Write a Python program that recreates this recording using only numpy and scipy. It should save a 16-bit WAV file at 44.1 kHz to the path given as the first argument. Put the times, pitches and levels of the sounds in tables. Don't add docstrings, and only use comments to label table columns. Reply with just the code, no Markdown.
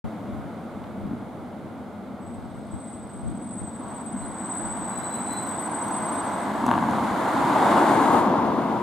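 import sys
import numpy as np
from scipy import signal
from scipy.fft import rfft, irfft, next_fast_len
from scipy.io import wavfile
from scipy.ndimage import uniform_filter1d, map_coordinates

SR = 44100
rng = np.random.default_rng(int(sys.argv[2]) if len(sys.argv) > 2 else 0)


def wav_out(sig):
    wavfile.write(sys.argv[1], SR, np.round(np.clip(np.atleast_2d(sig).T, -1, 1) * 32767).astype(np.int16))


N = 388962
TIME = np.arange(N) / SR

# time_s, share_of_first_speed
BUS_SPEED = [(2.7, 0.94), (4.5, 0.68), (6.6, 0.17)]
# time_s, level_db
SQUEAL_LEVEL = [(2.2, -63), (2.32, -55), (2.44, -71), (2.55, -62), (2.66, -64), (2.73, -52.5),
                (2.93, -46.5), (3.03, -54.5), (3.15, -51.5), (3.37, -53), (3.58, -40.5), (3.82, -50.5),
                (4.0, -43.5), (4.2, -42.5), (4.36, -43), (4.52, -33.5), (4.85, -38), (5.05, -35.5),
                (5.7, -36.5), (5.95, -35.5), (6.23, -38.5), (6.29, -45.5), (6.42, -44.5), (6.49, -59),
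                (6.71, -60)]
# time_s, pitch_hz
SQUEAL_PITCH = [(2.22, 8020), (2.5, 8120), (2.75, 8125), (3.7, 8105), (3.95, 8075), (4.15, 8110),
                (4.42, 8065), (4.7, 8080), (5.04, 8015), (5.28, 8068), (5.5, 8058), (5.75, 8095),
                (6.0, 8100), (6.22, 8122), (6.44, 8095), (6.55, 8000), (6.68, 7925)]
# time_s, pitch_hz, level_db
SECOND_BRAKE = [(4.15, 8480, -71), (4.55, 8440, -54.5), (4.75, 8475, -54), (5.07, 8425, -52.5),
                (5.27, 8500, -49), (5.45, 8450, -45.5), (5.7, 8360, -50), (5.92, 8300, -47.5),
                (6.12, 8230, -59)]
# frequency_hz, density_db
SCRAPE_SPECTRUM = [(2600, -14), (3500, 0), (4400, -5), (5600, -11)]
def brakes(rasp_db=-12, scrape_db=-68):
    steady_hz, = in_time(SQUEAL_PITCH)
    level_db, = in_time(SQUEAL_LEVEL)
    speed, = in_time(BUS_SPEED)
    hz = steady_hz + (6 + 26 * speed ** 2) * drift(130)
    rasp = 1 + from_db(rasp_db) * speed ** 2 * drift(100)
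    main = from_db(level_db) * gate(SQUEAL_LEVEL) * rasp * drum_modes(hz, speed, doppler_hz=138.4)
    second_hz, second_db = in_time(SECOND_BRAKE)
    second_hz += np.interp(TIME, [5.3, 5.7], [22, 105]) * drift(190)
    second = from_db(second_db) * gate(SECOND_BRAKE) * drum_modes(second_hz, speed, doppler_hz=59)
    scrape = from_db(scrape_db) * gate(SQUEAL_LEVEL, fade_s=0.22) * noise(SCRAPE_SPECTRUM)
    return pan(main + second + scrape, left_db=1.2)


def drum_modes(hz, speed, doppler_hz, beat_hz=18.4, twin_db=-7, scatter_db=1, echo_db=-7):
    pair = rms_one(tone(hz) + from_db(twin_db) * tone(hz - beat_hz))
    heard = pair + from_db(scatter_db) * wall_paths(hz, speed, doppler_hz)
    heard += from_db(echo_db) * street_echo(pair, correlation=0.14)
    return heard / np.sqrt(uniform_filter1d(heard ** 2, size=SR // 9) + 1e-6)


def wall_paths(hz, speed, doppler_hz, fading_hz=14, wander_hz=14, width=0.71):
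    paths = 0
    for share in (0, 0.25, 1):
        path = tone(hz - share * doppler_hz * speed + wander_hz * drift(19.94))
        paths += path * (drift(fading_hz) + width * drift(fading_hz) * [[1], [-1]])
    return rms_one(paths)


# centre_s, length_s, level_db, third_harmonic_db
DRUM_SPURTS = [(4.24, .05, -63, -80), (4.965, .12, -58.5, -71), (5.048, .06, -54.5, -70),
               (5.162, .13, -51, -63), (5.285, .07, -54, -72), (5.352, .11, -45.5, -61),
               (5.435, .06, -50.5, -65), (5.49, .08, -56, -64)]
# centre_s, length_s, pitch_hz, level_db, left_db
MODE_CHIRPS = [(2.35, .2, 9020, -72, 0), (4.22, .07, 12150, -74, -5), (4.56, .08, 12200, -72, -4),
               (4.88, .15, 11000, -68, 0), (4.905, .06, 11040, -57, -1), (5.29, .08, 11000, -66, -1),
               (5.36, .12, 5885, -73, 2), (5.485, .09, 5875, -68.5, 3), (5.63, .11, 12450, -65.5, -5),
               (5.855, .13, 12460, -67, -5), (5.865, .15, 5958, -65, 5), (5.87, .16, 14050, -74, -2),
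               (6.08, .17, 5952, -69, 2), (6.1, .15, 12457, -66, -3), (6.29, .08, 5958, -67, 4),
               (6.37, .1, 5930, -72, 3)]
def brake_chirps(chatter_db=4.5, tremble_share=0.0028, sag_hz_per_s=300, echo_db=-6):
    steady_hz, = in_time(SQUEAL_PITCH)
    half_hz = steady_hz / 2 + 6 * drift(40)
    envelopes = [np.sqrt(swell(s, length)) * from_db([[db], [third_db]])
                 for s, length, db, third_db in DRUM_SPURTS]
    spurt, overtone = np.max(envelopes, axis=0)
    chatter = from_db(chatter_db * drift(45))
    tremble = 1 + tremble_share * drift(68)
    out = pan(spurt * tone(half_hz), left_db=1.5)
    out += pan(overtone * chatter * tone(3 * half_hz), left_db=-4)
    for s, length, hz, db, left_db in MODE_CHIRPS:
        now = np.abs(TIME - s) < length / 2
        pitch_hz = hz * tremble[now] - sag_hz_per_s * (TIME[now] - s)
        out[:, now] += pan(from_db(db) * swell(s, length)[now] * chatter[now] * tone(pitch_hz), left_db)
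    echo = from_db(echo_db)
    return (out + echo * street_echo(out.mean(axis=0), correlation=0)) / np.hypot(1, echo)


# frequency_hz, density_db
RUMBLE_SPECTRUM = [(30, -21), (60, -18.5), (85, -6.5), (130, -6), (165, -6.5), (205, 4), (250, 1),
                   (285, -3), (335, -5), (400, -24), (600, -33), (1200, -58)]
# centre_s, length_s, level_db
WHEEL_BOOMS = [(.42, 0.92, -37.5), (1.08, 0.39, -34), (3.433, 0.48, -35.5), (4.142, 0.17, -35),
               (6.848, 0.77, -29)]
def rumble(bus_db=-39, rise_db_per_s=0.1449, car_db=-29.5, car_falloff=0.37, rear_db=3.5, throb_db=1.0):
    spreading_db, bearing = car_path()
    booms = sum(from_db(db) * swell(s, length) for s, length, db in WHEEL_BOOMS)
    bus = np.hypot(from_db(bus_db + rise_db_per_s * TIME), booms) * noise(RUMBLE_SPECTRUM)
    emerged = ramp(EMERGED_S - EMERGING_S, EMERGING_S)
    car_gain = from_db(car_db + car_falloff * spreading_db - rear_db * bearing) * emerged
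    car = butterworth(car_gain * noise(RUMBLE_SPECTRUM), 120, "high")
    return pan(from_db(throb_db * drift(44)) * (bus + car), left_db=1.5)


# frequency_hz, density_db
ROAR_SPECTRUM = [(200, -5), (430, -25.5), (600, -3.5), (760, 0), (950, 1), (1120, -2.5), (1300, -9),
                 (1600, -37), (2000, -40), (2600, -28)]
HISS_SPECTRUM = [(800, -55), (1350, 17.5), (1650, 13.5), (1820, 7.5), (2050, 9.5), (2250, 4.5),
                 (2550, -4.5), (3100, -4), (3500, -1), (4400, -6.5), (5300, -13.5), (7000, -13.5),
                 (10000, -33), (15500, -50)]
BODY_SPECTRUM = [(70, -72), (140, -12), (200, -17), (260, 6.5), (330, 5.5), (420, -2), (520, -0.5),
                 (700, -13), (1000, 1.5), (1500, -43)]
SIZZLE_SPECTRUM = [(3000, -29), (5400, -29), (6600, 0), (7600, 1), (9200, 2), (10500, -4.5), (12500, -5.5),
                   (14500, -13), (16000, -28)]
# centre_s, length_s, gain_db
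TYRE_SURGES = [(3.9, 0.27, 6.5), (6.144, 0.72, 2), (7.68, .6, 1.8), (8.165, 0.085, 4.8)]
# time_s, left_db
CAR_BALANCE = [(5.5, -1), (7.7, 0.5), (8.05, 3.5), (8.3, 2.5), (8.8, 3.5)]
EMERGED_S, EMERGING_S = 4.64, 1.33
def passing_car(screen_db_per_s=9.774, grain_db=0.5, right_lag_s=61e-6):
    screen = from_db(-screen_db_per_s * np.maximum(EMERGED_S - TIME, 0))
    road = screen * from_db(grain_db * drift(35))
    surges = from_db(sum(db * swell(s, length) for s, length, db in TYRE_SURGES))
    roar = surges * radiated(ROAR_SPECTRUM, near_db=-20, front_db=1.7, falloff=0.92)
    hiss = surges ** 0.36 * radiated(HISS_SPECTRUM, near_db=-31, front_db=2.5, falloff=0.83)
    body = surges ** 0.72 * radiated(BODY_SPECTRUM, near_db=-22.5, front_db=-0.86, falloff=0.9)
    sizzle = surges ** 0.27 * radiated(SIZZLE_SPECTRUM, near_db=-44.5, front_db=0, falloff=0.75)
    shaded = ramp(8.19, 0.14)
    hiss *= from_db(-3 * shaded)
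    sizzle *= from_db(-16 * shaded)
    left_db, = in_time(CAR_BALANCE)
    treble = pan(hiss, left_db=2) + pan(sizzle, 0.35 * left_db)
    left, right = pan(road * roar + screen * body, left_db) + road * treble
    _, bearing = car_path()
    lag_samples = right_lag_s * SR * (1 - bearing) / 2
    return np.array([left, map_coordinates(right, [np.arange(N) - lag_samples], order=3, mode="nearest")])


def car_path(pass_s=7.96, speed_m_per_s=11.44, lane_m=3.71):
    ahead_m = speed_m_per_s * (pass_s - TIME)
    distance_m = np.hypot(ahead_m, lane_m)
    return 20 * np.log10(lane_m / distance_m), ahead_m / distance_m


def radiated(spectrum, near_db, front_db, falloff):
    spreading_db, bearing = car_path()
    return from_db(near_db + front_db * bearing + falloff * spreading_db) * noise(spectrum)


# start_s, thud_db, clank_db, tick_db, clank_tilt_db_per_octave
WHEEL_STRIKES = [(1.111, -18, -51, -73, 0), (1.133, -18, -51, -73, 0), (1.222, -26, -43, -73, 0),
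                 (5.91, -43, -28, -47, 0), (6.639, -24, -18, -60, -1), (6.6645, -15, -20, -30, 2),
                 (6.6807, -12, -15.5, -48, -1), (6.689, -16.5, -13.5, -43, -1), (6.7055, -28, -17, -60, -1),
                 (6.7132, -19, -10.5, -38, 2), (6.7305, -30, -19, -60, -2), (6.738, -33, -15.5, -50, 2),
                 (6.754, -26, -16, -60, -2), (6.7778, -29, -14.5, -60, -2), (6.787, -30, -23, -60, 3),
                 (6.825, -27, -17, -60, -3), (6.838, -25, -18, -45, -5), (6.886, -17, -16, -55, -4),
                 (6.91, -23, -26, -40, 0), (6.934, -28, -19, -55, -2), (6.983, -35, -18, -60, -6)]
# pitch_hz, gain_db, t60_s
COVER_MODES = [(717, -8.5, 0.065), (927, 0, 0.03), (1136, -1.5, 0.021), (1634, -8.5, 0.014),
               (2300, -24, 0.011), (2760, -18, 0.0083), (3700, -16.5, 0.0029)]
def cover_knocks(echo_db=-11, hop_db=-25, grit_decay_s=0.0022):
    thud, clank, tick = np.zeros((3, N))
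    start_s, thud_db, clank_db, tick_db, tilt = np.transpose(WHEEL_STRIKES)
    at = (start_s * SR).astype(int)
    thud[at], tick[at] = from_db(thud_db), from_db(tick_db)
    out = ring(thud, hz=243.6, t60_s=0.063)
    for k, (hz, db, t60_s) in enumerate(COVER_MODES):
        octaves = np.log2(hz / COVER_MODES[1][0])
        clank[at] = from_db(clank_db + db + tilt * octaves + rng.normal(0, 1.0, len(at)))
        out += (-1) ** k * ring(clank, hz, t60_s)
    crack = rng.standard_normal(SR // 100) * np.exp(-TIME[:SR // 100] / grit_decay_s)
    grit = butterworth(crack, [4200, 11500], "band")
    out += signal.fftconvolve(tick, grit)[:N]
    out = butterworth(out, 130, "high")
    out += from_db(hop_db) * butterworth(ring(thud, hz=70, t60_s=0.29), 55, "high")
    return pan(out + from_db(echo_db) * street_echo(out), left_db=2.5)


# start_s, gain_db
PANEL_TOUCHES = [(.841, 6), (.858, -1), (.868, -1)]
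# frequency_hz, density_db
PANEL_SPECTRUM = [(1500, 9), (2900, -5), (3500, -2), (4500, -13), (8000, -24)]
def panel_rattle(level_db=-50, decay_s=0.0041):
    bursts = sum(from_db(level_db + db) * (TIME >= s) * np.exp(-abs(TIME - s) / decay_s)
                 for s, db in PANEL_TOUCHES)
    return bursts * noise(PANEL_SPECTRUM)


# time_s, level_db
FAR_TRAFFIC_LEVEL = [(0, -39), (2, -42), (4, -44), (8.8, -34)]
# frequency_hz, density_db
TRAFFIC_SPECTRUM = [(250, -1.5), (400, 0), (680, 2.5), (1000, -5), (1400, -7.5), (1800, -19.5),
                    (2100, -15.5), (2600, -26), (3500, -24.5), (5500, -36), (8800, -33.5), (11500, -37.5),
                    (15500, -43)]
def far_traffic():
    level_db, = in_time(FAR_TRAFFIC_LEVEL)
    return pan(from_db(level_db) * noise(TRAFFIC_SPECTRUM), left_db=-0.5)


# centre_s, length_s, level_db
WIND_PUFFS = [(0.05, 0.082, -30), (0.377, 0.27, -39), (1.036, 0.084, -37), (2.45, 0.65, -45),
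              (2.76, 0.092, -32), (3.279, 0.13, -29), (3.632, 0.071, -36), (4.25, 0.22, -41),
              (4.667, 0.17, -39)]
# frequency_hz, density_db
EDDY_SPECTRUM = [(25, -20), (45, -4), (90, -1.5), (130, -1.5), (220, -14), (400, -27)]
def wind(breeze_db=-54, gust_db=5):
    breeze = from_db(breeze_db + gust_db * drift(3.1))
    puffs = pan(sum(from_db(db) * swell(s, length) for s, length, db in WIND_PUFFS), left_db=5.5)
    eddies = noise(EDDY_SPECTRUM)
    eddies = rms_one(eddies + 0.5 * eddies[::-1]) * [[1], [-1]]
    return np.hypot(breeze, puffs) * eddies


def street_echo(x, correlation=0.28, t60_s=0.32):
    t = TIME[:SR // 2]
    mid, side = rng.standard_normal((2, len(t))) * from_db(-60 * t / t60_s)
    response = rms_one(stereo(mid, side, correlation)) / np.sqrt(len(t))
    return signal.fftconvolve(x[None], response, axes=1)[:, :N]


# frequency_hz, correlation
STEREO_COHERENCE = [(40, 0.062), (130, 1), (280, 0.93), (700, 0.88), (1400, 0.79), (3100, 0.67),
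                    (7000, 0.41), (15000, 0.21)]
def noise(spectrum):
    size = next_fast_len(N)
    hz = np.arange(size // 2 + 1) * SR / size
    mid, side = rfft(rng.standard_normal((2, size)))
    white = stereo(mid, side, np.clip(at_hz(STEREO_COHERENCE, hz), -0.99, 0.99))
    skirts = np.minimum(1, np.minimum(hz / spectrum[0][0], spectrum[-1][0] / (hz + 1))) ** 2
    return rms_one(irfft(white * skirts * from_db(at_hz(spectrum, hz)), size)[:, :N])


def drift(rate_hz, step=40, settle=2000):
    pole = np.exp(-2 * np.pi * rate_hz * step / SR)
    white = rng.standard_normal(N // step + settle + 2)
    slow = signal.lfilter([1], [1, -2 * pole, pole * pole], white)[settle:]
    return np.interp(np.arange(N) / step, np.arange(len(slow)), rms_one(slow))


def ring(clicks, hz, t60_s):
    radius, angle = from_db(-60 / (t60_s * SR)), 2 * np.pi * hz / SR
    return signal.lfilter([0, np.sin(angle)], [1, -2 * radius * np.cos(angle), radius ** 2], clicks + 1e-18)


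def tone(hz):
    return np.sqrt(2) * np.sin(2 * np.pi * np.cumsum(hz) / SR)


def butterworth(x, hz, kind):
    return signal.sosfilt(signal.butter(2, hz, kind, fs=SR, output="sos"), x)


def stereo(mid, side, correlation):
    return np.sqrt(1 + correlation) * mid + np.sqrt(1 - correlation) * side * [[1], [-1]]


def pan(x, left_db):
    return x * from_db(np.array([[0.5], [-0.5]]) * left_db)


def swell(centre_s, length_s):
    return np.maximum(1 - (2 * (TIME - centre_s) / length_s) ** 2, 0)


def ramp(start_s, length_s):
    return np.clip((TIME - start_s) / length_s, 0, 1)


def gate(rows, fade_s=0.018):
    return np.clip(np.minimum(TIME - rows[0][0], rows[-1][0] - TIME) / fade_s, 0, 1)


def in_time(rows):
    time_s, *columns = np.transpose(rows)
    return [np.interp(TIME, time_s, column) for column in columns]


def at_hz(points, hz):
    frequency_hz, value = np.transpose(points)
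    return np.interp(np.log(hz + 1e-9), np.log(frequency_hz), value)


def from_db(db):
    return 10 ** (np.asarray(db) / 20)


def rms_one(x):
    return x / np.sqrt(np.mean(np.abs(x) ** 2) + 1e-20)


def scene():
    return (rumble() + far_traffic() + brakes() + brake_chirps()
            + passing_car() + cover_knocks() + panel_rattle() + wind())


def record(dry, cutoff_hz=15750):
    opened = dry * ramp(0.041, 0.002)
    return signal.sosfilt(signal.ellip(10, 0.1, 80, cutoff_hz, fs=SR, output="sos"), opened)


dry = scene()
out = record(dry)
wav_out(out)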